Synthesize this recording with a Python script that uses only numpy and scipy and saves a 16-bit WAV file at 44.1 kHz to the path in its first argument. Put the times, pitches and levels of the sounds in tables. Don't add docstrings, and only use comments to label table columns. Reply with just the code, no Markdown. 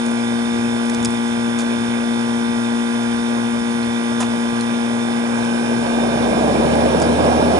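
import sys
import numpy as np
from scipy import signal
from scipy.fft import rfft, irfft, next_fast_len
from scipy.io import wavfile
from scipy.ndimage import uniform_filter1d, map_coordinates

SR = 44100
rng = np.random.default_rng(int(sys.argv[2]) if len(sys.argv) > 2 else 0)


def to_wav(sig):
    pcm = np.clip(np.atleast_2d(sig), -1, 1) * 32767
    pcm = np.round(pcm).astype(np.int16)
    wavfile.write(sys.argv[1], SR, pcm.T)


def boost(x):
    u = np.asarray(x, float) / 20
    return 10 ** u


N = 334719
TIME = np.arange(N) / SR
EARLY_BLADE_HZ, LATE_BLADE_HZ = 30, 62


def unit(x):
    return x / np.sqrt(np.mean(x ** 2) + 1e-20)


def along(points, hz):
    f, v = np.transpose(points)
    return np.interp(np.log(hz + 1), np.log(f + 1), v)


def curve(rows, t=TIME):
    return np.interp(t, *np.transpose(rows))


def bumps(peaks, hz):
    return sum(db * np.exp(-2 * ((hz - c) / w) ** 2) for c, w, db in peaks)


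def wobble(rate_hz):
    return map_coordinates(rng.standard_normal(int(N * rate_hz / SR) + 4), [TIME * rate_hz])


def filtered(x, response):
    m = next_fast_len(x.shape[-1] + 8192)
    spectrum = rfft(x, m) * response(np.fft.rfftfreq(m, 1 / SR))
    return irfft(spectrum, m)[..., :x.shape[-1]]


def rush(gain, patchy_db):
    z = signal.stft(rng.standard_normal((2, N)), nperseg=512)[2]
    field = uniform_filter1d(rng.standard_normal(z.shape[1:]), size=6, axis=0)
    field = uniform_filter1d(field, size=8, axis=1)
    patchy = signal.istft(z * boost(patchy_db * unit(field)), nperseg=512)[1][:, :N]
    return unit(filtered(patchy, gain))


# f/Hz, level/dB
LEFT_GAIN = [(40, 4), (100, 7), (200, 6), (400, 0.5), (700, -7), (1100, -5), (1500, -15.5), (2400, -4),
             (4200, -9), (7000, -4), (10500, 2.5)]
# f/Hz, phase/rad
LEFT_LEAD = [(30, -1.5), (90, 1.4), (200, -.5), (600, -1.5), (1200, -2), (2300, -2), (3200, -4.5),
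             (4200, -4.5), (7000, -5), (10500, -5.5)]
# f/Hz, coherence/0-1
COHERENCE = [(40, .6), (70, 0.96), (300, 0.62), (800, 1), (1500, 0.5), (4000, 0.36), (10000, 1)]


def ports(near, other):
    like = lambda hz: np.clip(along(COHERENCE, hz), 0, 1)
    left = lambda hz: boost(along(LEFT_GAIN, hz)) * np.exp(1j * along(LEFT_LEAD, hz))
    shared = filtered(near, lambda hz: left(hz) * like(hz))
    own = filtered(other, lambda hz: left(hz) * np.sqrt(1 - like(hz) ** 2))
    return np.array([shared + own, near])


# t/s, rate/Hz
SHAFT = [(0, 58.808), (1.2, 58.803), (2.8, 58.791), (4.2, 58.782), (7.59, 58.777)]
# f/Hz, level/dB
WEAK_ORDERS = [(50, -65), (600, -59), (1500, -74), (3000, -64), (3330, -64), (3400, -82), (3500, -78),
               (3710, -88), (3770, -64.5), (4500, -67.5), (5300, -60), (7000, -67), (9700, -61.5),
               (11000, -65)]
# order, level/dB fan at rest, level/dB fan at speed
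SUCTION_ORDERS = [(2, -44.5, -54), (4, -23.8, -30), (5, -46, -52), (6, -35, -41), (8, -33, -31),
                  (10, -41, -45), (12, -41, -45), (13, -42.5, -51), (14, -36.5, -40), (15, -36, -38),
                  (16, -43.5, -50), (17, -38, -42), (18, -40, -43), (20, -36.5, -38), (22, -46.5, -50),
                  (24, -37, -40), (25, -45.5, -45), (26, -39, -43), (27, -40, -36), (28, -39, -34),
                  (29, -50.5, -47), (30, -45.5, -48)]
# order, level/dB fan at rest, level/dB fan at speed
VALVE_ORDERS = [(32, -47.5, -53), (33, -41.5, -49), (34, -46, -50), (37, -42.5, -43), (39, -51, -49),
                (40, -44.5, -46), (41, -45, -38), (43, -43, -44.5), (44, -50, -58), (45, -52, -48.5),
                (46, -50.5, -44), (48, -53, -61), (49, -56.5, -53), (51, -56.5, -61), (52, -49, -46.5),
                (53, -49.5, -49.5), (54, -48.5, -47.5), (55, -50, -54), (56, -53.5, -61), (57, -59.5, -61),
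                (60, -40, -57), (61, -40.5, -40), (62, -50.5, -52)]
# order, level/dB fan at rest, level/dB fan at speed
WHISTLE_ORDERS = [(71, -56, -57), (74, -55.5, -60), (85, -55.5, -53), (86, -52, -57), (87, -52, -53.5),
                  (88, -51.5, -64), (90, -48, -48), (96, -57, -43.5), (102, -55, -61), (105, -52.5, -59),
                  (111, -54, -56), (122, -61.5, -54), (127, -70, -55), (153, -56, -61), (160, -69, -55),
                  (164, -61, -54.5), (166, -59, -59), (183, -60, -59)]
# f/Hz, level/dB
SHELL_SIDE = [(118, 7.5), (235, 5.5), (470, -1.5), (850, -7.5), (1100, -5), (1430, -19), (1800, -9),
              (9000, -3)]
# f/Hz, width/Hz, level/dB
PASSING_RING = [(1410, 60, -6.5), (1555, 130, 5.5)]


def compressor(scatter_db=4.5, wander_db=1.3, flicker_db=2.6, flicker_rad=.35, jitter_turns=.0003):
    knot_s = .06
    order, knots = np.arange(1, 189), np.arange(0, N / SR + .2, knot_s)
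    hz = order * SHAFT[2][1]
    right_db = along(WEAK_ORDERS, hz) + scatter_db * rng.standard_normal((2, len(order)))
    side_scatter_db = np.minimum(order / 30, 1) * rng.standard_normal(len(order))
    side_db = along(SHELL_SIDE, hz) + side_scatter_db
    rows = np.array(SUCTION_ORDERS + VALVE_ORDERS + WHISTLE_ORDERS)
    strong = rows[:, 0].astype(int) - 1
    right_db[:, strong] = rows[:, 1:].T

    early, late = shift(knots, EARLY_BLADE_HZ), shift(knots, LATE_BLADE_HZ)
    moved = np.where(order < 31, late[:, None], early[:, None])
    db = right_db[0] + moved * (right_db[1] - right_db[0])
    db = db + np.outer(early - late, bumps(PASSING_RING, hz))

    restless = order / (order + 40.0)
    chance = restless * rng.standard_normal((3, len(knots), len(order)))
    wander = uniform_filter1d(chance[0], size=16, axis=0) * np.sqrt(16)
    db = db + wander_db * wander + flicker_db * chance[1]

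    loose = ((order > 8) & (abs(order - 26) > 2)) | (order % 2 == 1)
    start_rad = np.where(loose, rng.uniform(-np.pi, np.pi, len(order)), np.pi)
    near = boost(db) * np.exp(1j * (start_rad + flicker_rad * chance[2]))
    left = near * boost(side_db) * np.exp(1j * along(LEFT_LEAD, hz))
    size = 4096
    lines = np.pad(np.array([left, near]), ((0, 0), (0, 0), (1, 0)))
    turn = irfft(lines, size) * size / np.sqrt(2)
    turn = np.concatenate([turn, turn[..., :1]], axis=2)
    angle = (np.cumsum(curve(SHAFT)) / SR + jitter_turns * wobble(25)) % 1 * size
    return np.array([map_coordinates(ear, [TIME / knot_s, angle], order=1) for ear in turn])


# f/Hz, density/dB per Hz
HISS = [(20, -24), (50, -20), (70, -9.5), (150, -8), (400, -4), (900, -3.5), (1300, -7.5), (2000, -11.5),
        (2800, -12), (4200, -13.5), (6500, -19.5), (8000, -21.5), (11000, -43)]
# f/Hz, width/Hz, level/dB
HISS_RESONANCES = [(229.5, 34, 8.5), (639, 110, 5), (950, 65, 0.5), (1560, 240, 6.5), (1940, 83, 4), (2374, 200, 7),
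                   (3230, 160, 0), (3410, 68, -12), (3597, 150, 8.5), (3747, 110, -3), (4480, 1000, -4),
                   (5100, 360, 5), (9750, 1130, 13.5)]


def gas():
    pair = rush(lambda hz: boost(along(HISS, hz) + bumps(HISS_RESONANCES, hz)), patchy_db=2.5)
    pulse = 1 + 0.072 * np.sin(2 * np.pi * np.cumsum(curve(SHAFT)) / SR)
    rise_db = 1.45 * shift(TIME, EARLY_BLADE_HZ)
    level_db = -29.5 + rise_db + 0.24 * wobble(2.82)
    return boost(level_db) * pulse * ports(*pair)


# t/s, blade rate/Hz
FAN = [
    (0, 0),
    (4.4, 10),
    (5.0, 26),
    (5.4, 40),
    (5.9, 57),
    (6.4, 71.5),
    (6.8, 78.5),
    (7.2, 80),
    (7.59, 80.8),
]


def shift(t, start_hz):
    span_hz = 17
    return np.clip((curve(FAN, t) - start_hz) / span_hz, 0, 1)


# multiple, level/dB at full speed
BLADE = [(1, -26.5), (2, -34), (3, -22), (4, -53), (5, -35.5)]
# f/Hz, density/dB per Hz
ROAR = [(20, -24), (60, -38), (120, -15), (250, -6.5), (400, -5.5), (600, 0), (800, -5), (1100, -13),
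        (1600, -23), (2400, -26.5), (4000, -30), (7000, -43.5), (11000, -42)]


def fan():
    full_hz = FAN[-1][1]
    rate_hz = curve(FAN) * (1 + 0.00574 * wobble(4))
    angle = 2 * np.pi * np.cumsum(rate_hz) / SR
    tones = sum(boost(db + 1.5 * wobble(4.6)) * np.sqrt(2) * np.sin(k * angle) for k, db in BLADE)
    tones = tones * (rate_hz / full_hz) ** 6.1
    to_right = lambda hz: boost(-along(LEFT_GAIN, hz)) * np.exp(-1j * along(LEFT_LEAD, hz))
    right_tones = filtered(tones, to_right)

    roar = rush(lambda hz: boost(along(ROAR, hz)), patchy_db=1.0)
    full_db, idle_db, growth = -17.5, -37.5, 2.92
    level = boost(full_db) * (curve(FAN) / full_hz) ** growth + boost(idle_db)
    surge_s, surge_width_s, surge_db = 6.45, 0.24, 1
    surge = surge_db * np.exp(-((TIME - surge_s) / surge_width_s) ** 2)
    lumps = boost(2.2 + .3 * wobble(9) + surge)
    fade_in = np.clip((TIME - 3.9) / 0.8, 0, 1)
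    return level * lumps * fade_in * ports(*roar) + np.array([tones, right_tones])


# f/Hz, width/Hz, level/dB
BRIGHT_COLOUR = [(5150, 1050, 7.5), (6800, 1700, 9), (9430, 2800, 8)]


def tool_body(hz):
    low = np.exp(-(np.log((hz + 1) / 800) / 0.57) ** 2)
    return low + 0.23 * np.exp(-(np.log((hz + 1) / 2500) / 0.52) ** 2)


def tool_treble(hz):
    return (boost(bumps(BRIGHT_COLOUR, hz)) + 0.8 * (hz < 4600)) / (1 + (1700 / (hz + 1)) ** 4)


# t/s, peak/dB
TICKS = [(0.0633, -20.5), (0.1141, -23), (0.8969, -18), (0.9014, -25), (0.9404, -23), (0.9462, -17),
         (1.0281, -19), (1.048, -6), (1.106, -23), (1.1463, -26), (1.2794, -26), (3.0324, -24),
         (3.3764, -28), (5.4494, -23), (6.7544, -26), (6.9995, -18)]
# t/s, peak/dB
TAPS = [
    (1.0555, -10.5),
    (1.5875, -16.5),
    (1.592, -25),
    (1.6034, -25),
    (1.6064, -26),
    (1.6174, -25),
    (7.0174, -21),
    (7.0234, -21),
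]
# t/s, peak/dB, f/Hz
PINGS = [
    (3.829, -28, 4200),
    (4.6075, -25, 4080),
    (4.993, -36, 4150),
    (7.031, -33, 4900),
    (1.0545, -19, 5250),
]


def tool_contacts():
    out, t = np.zeros((2, N + SR)), np.arange(SR // 10) / SR
    # f/Hz, t60/s, spread/log pitch
    hits = [row + (6200, .0095, .95) for row in TICKS]
    hits += [row + (5000, .012, .7) for row in TAPS]
    hits += [row + (.02, .035) for row in PINGS]
    pan_db = -1.5 * np.array([[.5], [-.5]])
    for s, db, centre_hz, t60_s, spread in hits:
        def colour(hz):
            peak = np.exp(-(np.log((hz + 1) / centre_hz) / spread) ** 2) * boost(bumps(BRIGHT_COLOUR, hz))
            return peak + boost(-13) * spread * tool_treble(hz) + boost(1) * spread * tool_body(hz / 3)

        noise = rng.standard_normal((3, len(t)))
        crack = filtered(noise[0] + .4 * noise[1:], colour)
        crack = crack * boost(-60 * (t / t60_s) ** 1.6) * (1 - np.exp(-t / .0002))
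        out[:, round(s * SR):][:, :len(t)] += boost(db + pan_db) * crack / np.abs(crack).max()
    return out[:, :N]


# t/s, length/s, treble/dB, body/dB
SCUFFS = [
    (.85, .03, -42, -60),
    (4.195, .01, -38, -60),
    (4.2035, .02, -24.5, -23),
    (4.225, .014, -35, -24),
    (4.236, .018, -38, -29),
    (1.59, .03, -34, -60),
    (4.609, .004, -25, -38),
    (7.016, .022, -33, -29),
]


def tool_slips():
    out, t = np.zeros((2, N + SR)), np.arange(SR // 10) / SR
    for s, length_s, treble_db, body_db in SCUFFS:
        noise = rng.standard_normal((4, len(t)))
        grit = boost(1.8 * np.repeat(rng.standard_normal(len(t) // 90), 90))
        shape = np.exp(-(t / length_s) ** 2) * (1 - np.exp(-t / 0.00021)) * grit
        scratch = boost(treble_db) * unit(filtered(noise[0] + 0.19 * noise[1:3], tool_treble))
        thud = boost(body_db) * unit(filtered(noise[3], tool_body))
        out[:, round(s * SR):][:, :len(t)] += shape * (scratch + thud) * boost([[-2], [2]])
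    return out[:, :N]


def mains():
    hum_hz, left_db, right_db, start_rad = 120.12, -43.2, -50.2, 1.13
    return boost([[left_db], [right_db]]) * np.sqrt(2) * np.sin(2 * np.pi * hum_hz * TIME + start_rad)


def scene():
    return compressor() + gas() + fan() + tool_contacts() + tool_slips() + mains()


def top_cut(x):
    return signal.sosfilt(signal.butter(12, 12010, fs=SR, output="sos"), x)


def record(dry):
    top_hz, slope_hz = 11130, 150
    mix = filtered(dry, lambda hz: np.clip((top_hz - hz) / slope_hz, 0, 1))
    return top_cut(mix)


dry = scene()
out = record(dry)
to_wav(out)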